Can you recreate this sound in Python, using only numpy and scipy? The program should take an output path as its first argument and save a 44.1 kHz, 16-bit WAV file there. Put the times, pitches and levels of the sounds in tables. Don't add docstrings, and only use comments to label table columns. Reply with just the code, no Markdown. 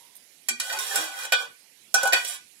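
import sys
import numpy as np
from scipy import signal
from scipy.fft import rfft, irfft
from scipy.io import wavfile
from scipy.ndimage import uniform_filter1d, minimum_filter1d

SR = 44100
rng = np.random.default_rng(int(sys.argv[2]) if len(sys.argv) > 2 else 0)


def materialize(psi):
    bounded = np.clip(np.atleast_2d(psi).T, -1, 1)
    quanta = np.round(bounded * 32767).astype(np.int16)
    wavfile.write(sys.argv[1], SR, quanta)


def nominal_scale(level):
    x = np.asarray(level, float) / 20
    return 10 ** x


N = 114660


def evened(x):
    return x / np.sqrt(np.mean(x ** 2) + 1e-20)


def read(points, hz):
    f, value = np.transpose(points)
    return np.interp(np.log(hz + 1), np.log(f + 1), value)


def band(x, order, lo_hz, hi_hz):
    return signal.sosfilt(signal.butter(order, [lo_hz, hi_hz], "band", fs=SR, output="sos"), x)


def alike(draw, same):
    return np.array([same * draw[1] + np.sqrt(1 - same ** 2) * draw[0], draw[1]])


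def modes(table, flip=1, spread=0.6):
    t = np.arange(SR // 3) / SR
    hz, db, t60 = np.transpose(table)[..., None, None]
    phase = spread * rng.standard_normal(hz.shape) * [[1], [0]]
    sign = flip ** np.arange(len(table))[:, None, None]
    out = sign * nominal_scale(db - 60 * t / t60) * np.sin(2 * np.pi * hz * t + phase)
    return out / np.linalg.norm(out[:, 1])


def tail(t60s, colour, lo_hz, hi_hz, same):
    noise = alike(rng.standard_normal((2, SR // 2)), same)
    hz, t, z = signal.stft(noise, SR, nperseg=128)
    z = z * nominal_scale(read(colour, hz)[:, None] - 60 * t / read(t60s, hz)[:, None])
    out = band(signal.istft(z, SR, nperseg=128)[1], 2, lo_hz, hi_hz)
    return out / np.linalg.norm(out[1])


def through(drive, ring):
    return signal.fftconvolve(np.atleast_2d(drive), ring, axes=1)[:, :N]


def lean(x, table):
    lag_samples, lag_from_hz = 12, 2040
    hz = np.fft.rfftfreq(N, 1 / SR)
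    z = rfft(x) * nominal_scale(np.outer([.5, -.5], read(table, hz)))
    lag_s = lag_samples / SR / (1 + (lag_from_hz / (hz + 1)) ** 4)
    z[0] *= np.exp(-2j * np.pi * hz * lag_s)
    return irfft(z, N)


# frequency in Hz, density in dB per Hz.
HISS = [(24, -81), (60, -31), (120, -4), (249, -2), (896, -8.5), (1090, -12), (2050, -5.5), (2440, -7.5),
        (11000, -6.5), (16000, -30)]
# frequency in Hz, left minus right in dB.
HISS_LEAN = [(200, -2), (900, 4), (2400, -23), (8000, -17.5), (15000, -30)]
# frequency in Hz, left-right likeness from 0 to 1.
HISS_SAME = [(200, 1), (1400, 0.34), (6000, 0)]
# time in seconds, level in dB.
FLAME = [
    (0.0, -50),
    (1.0, -54.5),
    (2.6, -51.5),
]


def stove():
    level_db, patch_db = -57.5, 2.2
    frames, hz = N // 128 + 5, np.fft.rfftfreq(512, 1 / SR)
    a, b, c, d, patches = rng.standard_normal((frames, 257, 5)).T
    patches = evened(uniform_filter1d(uniform_filter1d(patches, 6, 0), 20, 1))
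    z = alike([c + 1j * d, a + 1j * b], read(HISS_SAME, hz)[:, None])[::-1]
    s, db = np.transpose(FLAME)
    swell = np.interp(np.arange(frames) * 128 / SR, s, db - db.mean())
    z = z * nominal_scale(read(HISS, hz)[:, None] + patch_db * patches + 0.23 * swell)
    out = lean(signal.istft(z, nperseg=512, noverlap=384)[1][:, :N], HISS_LEAN)
    return nominal_scale(level_db) * out / np.std(out.mean(0))


# frequency in Hz, t60 in seconds.
ROOM = [(300, 0.22), (2000, 0.28), (6000, 0.23), (14000, 0.067)]


def tile_echo(near):
    room = tail(ROOM, [(100, -1.5), (16000, -9.5)], 120, 13000, 0.078)
    return nominal_scale(-6) * through(near[1], np.pad(room, ((0, 0), (200, 0))))


# frequency in Hz, density in dB per Hz.
GRIT = [(88, -66.5), (150, -32.5), (1260, -13.5), (1480, -20), (2180, -8.5), (2400, -12.5), (4240, -19),
        (10200, -26.5), (16000, -31)]
# frequency in Hz, t60 in seconds.
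GRIT_T60 = [(300, 0.083), (3000, 0.13), (14000, 0.021)]


def grit(lo_hz, hi_hz, same):
    return tail(GRIT_T60, GRIT, lo_hz, hi_hz, same)


# start in seconds, level in dB.
BANGLES = [
    (0.05, -55),
    (0.153, -46),
    (0.1643, -49.5),
    (0.1716, -55),
]
# frequency in Hz, level in dB, t60 in seconds.
GLASS = [(9060, 25, 0.045), (10700, -5, 0.023), (12400, 4, 0.037), (14100, -6, .02)]
# frequency in Hz, level in dB, t60 in seconds.
OLD_RING = (994, -63.5, 0.55)


def bangles():
    drive, t = np.zeros(N), np.arange(N) / SR
    for s, db in BANGLES:
        drive[round(s * SR):][:60] += nominal_scale(db + 6.5) * rng.standard_normal(60)
    glass = modes(GLASS).sum(0) + 0.95 * grit(10600, 14700, 0.54)[:, :SR // 3]
    hz, db, t60 = OLD_RING
    fading = nominal_scale(db - 60 * t / t60) * rng.standard_normal(N)
    old = through(fading, modes([(hz, 0, .05), (hz * 0.934, -6, .05)]).sum(0))
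    return through(drive, glass) + old


# start in seconds, length in seconds, frequency in Hz,
# glide in Hz, level in dB.
GROANS = [(.49, 0.069, 239, -8, -52.5), (0.493, 0.052, 387, -17, -57), (0.498, 0.034, 2392, 3, -34.5),
          (0.719, 0.052, 833, 0, -40), (0.761, .1, 405.5, 56, -52), (0.859, 0.13, 440.3, -50, -48),
          (0.786, 0.0464, 3653, 3, -37), (.77, 0.09, 1060, -7, -46), (.89, 0.11, 790, -8, -42),
          (.9, 0.045, 1780, -11, -37.5), (0.946, 0.13, 305, 30, -51.5), (.96, 0.045, 178, 0, -59),
          (.95, 0.053, 504.6, 0, -50), (1.001, 0.058, 630, 2, -45), (1.062, 0.064, 765, 1.5, -47.5),
          (1.33, 0.024, 508, 0, -39.5), (1.374, 0.09, 463.3, -13, -52.5), (2.266, 0.032, 8400, 6.5, -37.5),
          (2.28, .05, 9670, 0, -35.5), (2.35, 0.033, 9950, 2, -45.5), (2.278, 0.041, 700, 9, -51.5)]


def groans():
    out = np.zeros(N)
    for s, length, hz, glide_hz, db in GROANS:
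        noise, n = rng.standard_normal((2, SR // 4)), round(length * SR)
        width_hz = 30.5 + 0.017 * hz
        lowpass = signal.butter(2, width_hz / 2, fs=SR, output="sos")
        slow = signal.sosfilt(lowpass, 0.011 + noise[0] + 1j * noise[1])[-n:]
        phase = 2 * np.pi * np.cumsum(hz + glide_hz * np.linspace(-.5, .5, n)) / SR
        squeak = evened((slow * np.exp(1j * phase)).real) * np.hanning(n) ** .5
        out[round(s * SR):][:n] += nominal_scale(db) * squeak
    return out


# start in seconds, level in dB.
PUFFS = [
    (0.491, -75),
    (.6, -72),
    (0.959, -74),
    (1.325, -65.5),
    (1.946, -70.5),
    (2.031, -67),
    (2.075, -68),
    (2.131, -65),
]


def jolts():
    out, t = np.zeros(N), np.arange(SR // 8) / SR
    jolt = np.sin(2 * np.pi * 35 * t) * np.exp(-t / .02)
    for s, db in PUFFS:
        out[round(s * SR):][:len(t)] += nominal_scale(db + 18) * jolt
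    return out


# start in seconds, then levels of wall, pair, spoon and belly in dB.
KNOCKS = [(0.4858, -25, -32.5, -22, -80), (0.5996, -24, -35, -27, -88), (0.6988, -28, -27.5, -43, -81),
          (0.7258, -36.5, -62, -33.5, -61), (0.7876, -30.5, -49, -30, -64), (0.957, -35.5, -22.5, -22, -51),
          (1.1877, -39.5, -36, -38.5, -58.5), (1.2336, -46.5, -39.5, -39.5, -60),
          (1.2513, -34, -30.5, -38, -56), (1.3219, -15, -14, -26.5, -31.5), (1.3326, -18, -29, -35.5, -56),
          (1.9419, -22.5, -12, -18.5, -23), (2.0306, -35.5, -18.5, -28.5, -27),
          (2.0536, -29, -17, -36.5, -24.5), (2.0731, -33, -24, -29, -39), (2.1244, -17, -47, -34, -34),
          (2.1314, -13, -17, -22.5, -27), (2.2471, -32, -60, -34, -51), (2.277, -53.5, -61, -35, -65.5)]


def knocks(column, shape, spot_db=0):
    out, spot = np.zeros((2, N)), nominal_scale(spot_db * rng.standard_normal(60))
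    for k, row in enumerate(KNOCKS):
        at = round(row[0] * SR)
        contact = shape[:, k] / np.linalg.norm(shape[1, k])
        out[:, at:at + shape.shape[2]] += spot[k] * nominal_scale(row[column]) * contact
    return out


def thud(chatter):
    return band(nominal_scale(20.5) * knocks(4, chatter), 2, 150, 300)


# time in seconds, pressure in dB, speed in dB, grip on the wall in dB.
STROKES = [
    [(.61, -44, 8.5, -2), (.68, -41, 5, -5), (.74, -33.5, -9.5, -1.5), (.775, -54, 31, 30)],
    [(.79, -29, -6, -33), (.9, -32, -3, -18.5), (.965, -30.5, 3.5, 4), (1.04, -35.5, 3, -6.5),
     (1.11, -47.5, 1.5, 7), (1.18, -42, 2.5, 7.5), (1.24, -42.5, 5.5, 11), (1.305, -63.5, 16, 19)],
    [(1.35, -46.5, -16.5, -2), (1.41, -37.5, -4.5, 6), (1.46, -57.5, 4, -5)],
    [(1.97, -36.5, -7, 13.5), (2.06, -47, 10.5, 10.5), (2.12, -58.5, 5, 7)],
    [(2.16, -30, -4, 5), (2.22, -43.5, 2, -30), (2.28, -40.5, 10, -14), (2.35, -40.5, 4.5, -18),
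     (2.385, -76, 22, 15)],
]


def stroke(weights):
    lift_s = 0.0061
    t, power = np.arange(N) / SR, np.zeros(N)
    for rows in STROKES:
        s, *controls = np.transpose(rows)
        ends = np.clip(np.minimum(t - s[0], s[-1] - t) / lift_s + .5, 0, 1)
        power += (ends ** .5 * nominal_scale(np.interp(t, s, np.dot(weights, controls)))) ** 2
    return np.sqrt(power)


def wander():
    depth_db, points_per_s = 6, 100
    steps = rng.standard_normal(round(N / SR * points_per_s) + 2)
    slow = evened(uniform_filter1d(steps, 4))
    return nominal_scale(depth_db * np.interp(np.arange(N) / SR * points_per_s, np.arange(len(slow)), slow))


CONTACT = {"pair": (2, (0.63, 0, 0.68)), "wall": (1, (0.89, 0, 0.25)),
           "spoon": (3, (0.97, 0.56, 0)), "belly": (4, (1, -0.38, 0.44))}
# frequency in Hz, level in dB, t60 in seconds.
PAIR = [(1487.1, 0, 0.081), (1505.2, 0.5, .08)]
WALL_HZ = [1572, 1904, 2427, 2460, 2956, 3274, 3342, 3414, 3644, 3745, 4060, 4545, 5110, 5600]
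# level in dB, t60 in seconds.
WALL = [(-9, .08), (-8, .12), (-1, .16), (-6, .09), (-4, .15), (-8, .15), (-7, .17), (-6, .17), (-8, .13),
        (-10, .1), (-8, .15), (-5, .1), (-5, .1), (-9, .1)]
# frequency in Hz, level in dB, t60 in seconds.
SPOON = [(5850, -4, .05), (7380, -5, .05), (7810, -4, .05), (8400, -4, .05), (8900, -4, .04),
         (9930, -2, .04), (10900, -4, .04), (12050, -7, .04)]
# frequency in Hz, level in dB, t60 in seconds.
BELLY = [(552, 7, 0.054), (715, 4.5, 0.08), (780, 15.5, 0.037), (1060, 5.5, 0.03)]
RING_DB = (-1.5, -8, -11, -7)
SING_DB = (-17, -14, -22, -17)


def ringing(chatter, slips):
    rings = {"pair": modes(PAIR, -0.94, 0).sum(0)[None], "wall": modes(np.column_stack([WALL_HZ, WALL])),
             "spoon": modes(SPOON), "belly": modes(BELLY)}
    out = 0
    for (part, (column, weights)), ring_db, sing_db in zip(CONTACT.items(), RING_DB, SING_DB):
        shape, spot_db = (chatter[..., :1], 0) if part == "pair" else (chatter, 4)
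        rub = nominal_scale(sing_db) * stroke(weights) * slips
        for ring in rings[part]:
            hit = 30 * nominal_scale(ring_db) * knocks(column, shape, spot_db)
            out = out + through(hit + rub * wander(), ring)
    return out


CRACK_DB = (-4.5, -8.5, 0.5)
RUB_DB = (-7, -7.5, -3)
# centre in Hz, width in Hz.
GAPS = [(2190, 250), (2720, 120), (4230, 300), (4880, 200), (6150, 150)]


def dense_modes(chatter, slips):
    bands = [("belly", 400, 1300), ("wall", 1300, 6000), ("spoon", 6000, 17000)]
    dense = 0
    for (part, lo_hz, hi_hz), crack_db, rub_db in zip(bands, CRACK_DB, RUB_DB):
        column, weights = CONTACT[part]
        crack = 20 * nominal_scale(crack_db) * knocks(column, chatter)
        rub = nominal_scale(rub_db) * stroke(weights) * slips
        dense = dense + through(crack + rub, grit(lo_hz, hi_hz, 0.27))
    for hz, width_hz in GAPS:
        notched = signal.lfilter(*signal.iirnotch(hz, hz / width_hz, SR), dense)
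        dense = dense + 0.6 * (notched - dense)
    return dense


def pot():
    likeness, contact_s = 0.38, 0.0048
    slips_per_s, slip_db = 9000, 1.8
    decay = np.exp(-np.arange(400) / SR / contact_s)
    chatter = alike(rng.standard_normal((2, len(KNOCKS), 400)) * decay * 0.052, likeness)
    chatter[..., 0] = 0.44
    size = nominal_scale(slip_db * np.minimum(rng.exponential(1, N), 5)) * (rng.random(N) < slips_per_s / SR)
    slips = alike(evened((size + 0.069) * rng.standard_normal((2, N))), likeness)
    steel = ringing(chatter, slips) + dense_modes(chatter, slips)
    steel = signal.sosfilt(signal.butter(3, 450, "high", fs=SR, output="sos"), steel)
    return steel + groans() + jolts() + thud(chatter)


# frequency in Hz, left minus right in dB.
LEAN = [(200, -3.5), (600, 1.5), (1500, -4), (4400, 0.5), (9500, -11.5), (14000, -9.5)]


def scene():
    near = pot() + bangles()
    return lean(near + tile_echo(near), LEAN) + stove()


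def band_limit(x):
    return signal.sosfilt(signal.butter(12, 16800, fs=SR, output="sos"), x)


def record(dry):
    gate_db, shut_db = -4, -22
    cut = signal.sosfilt(signal.butter(1, 80, "high", fs=SR, output="sos"), dry)
    cut = signal.sosfilt(signal.cheby2(8, 30, 16400, fs=SR, output="sos"), cut)
    hz, _, z = signal.stft(cut, SR, nperseg=2048, noverlap=1536)
    raw = (abs(z) ** 2).sum(0)
    power, treble = uniform_filter1d(raw, size=5, axis=1), raw[hz > 3000].sum(0)
    calm = minimum_filter1d(treble < 3 * np.roll(treble, 2), size=3)
    around = uniform_filter1d(power, size=50, axis=0)
    under = uniform_filter1d(power, size=6, axis=0) < nominal_scale(2 * gate_db) * around
    shut = under & (hz[:, None] > 1800) & calm
    gated = signal.istft(z * nominal_scale(shut_db * shut), SR, nperseg=2048, noverlap=1536)[1][:, :N]
    return band_limit(gated)


dry = scene()
out = record(dry)
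materialize(out)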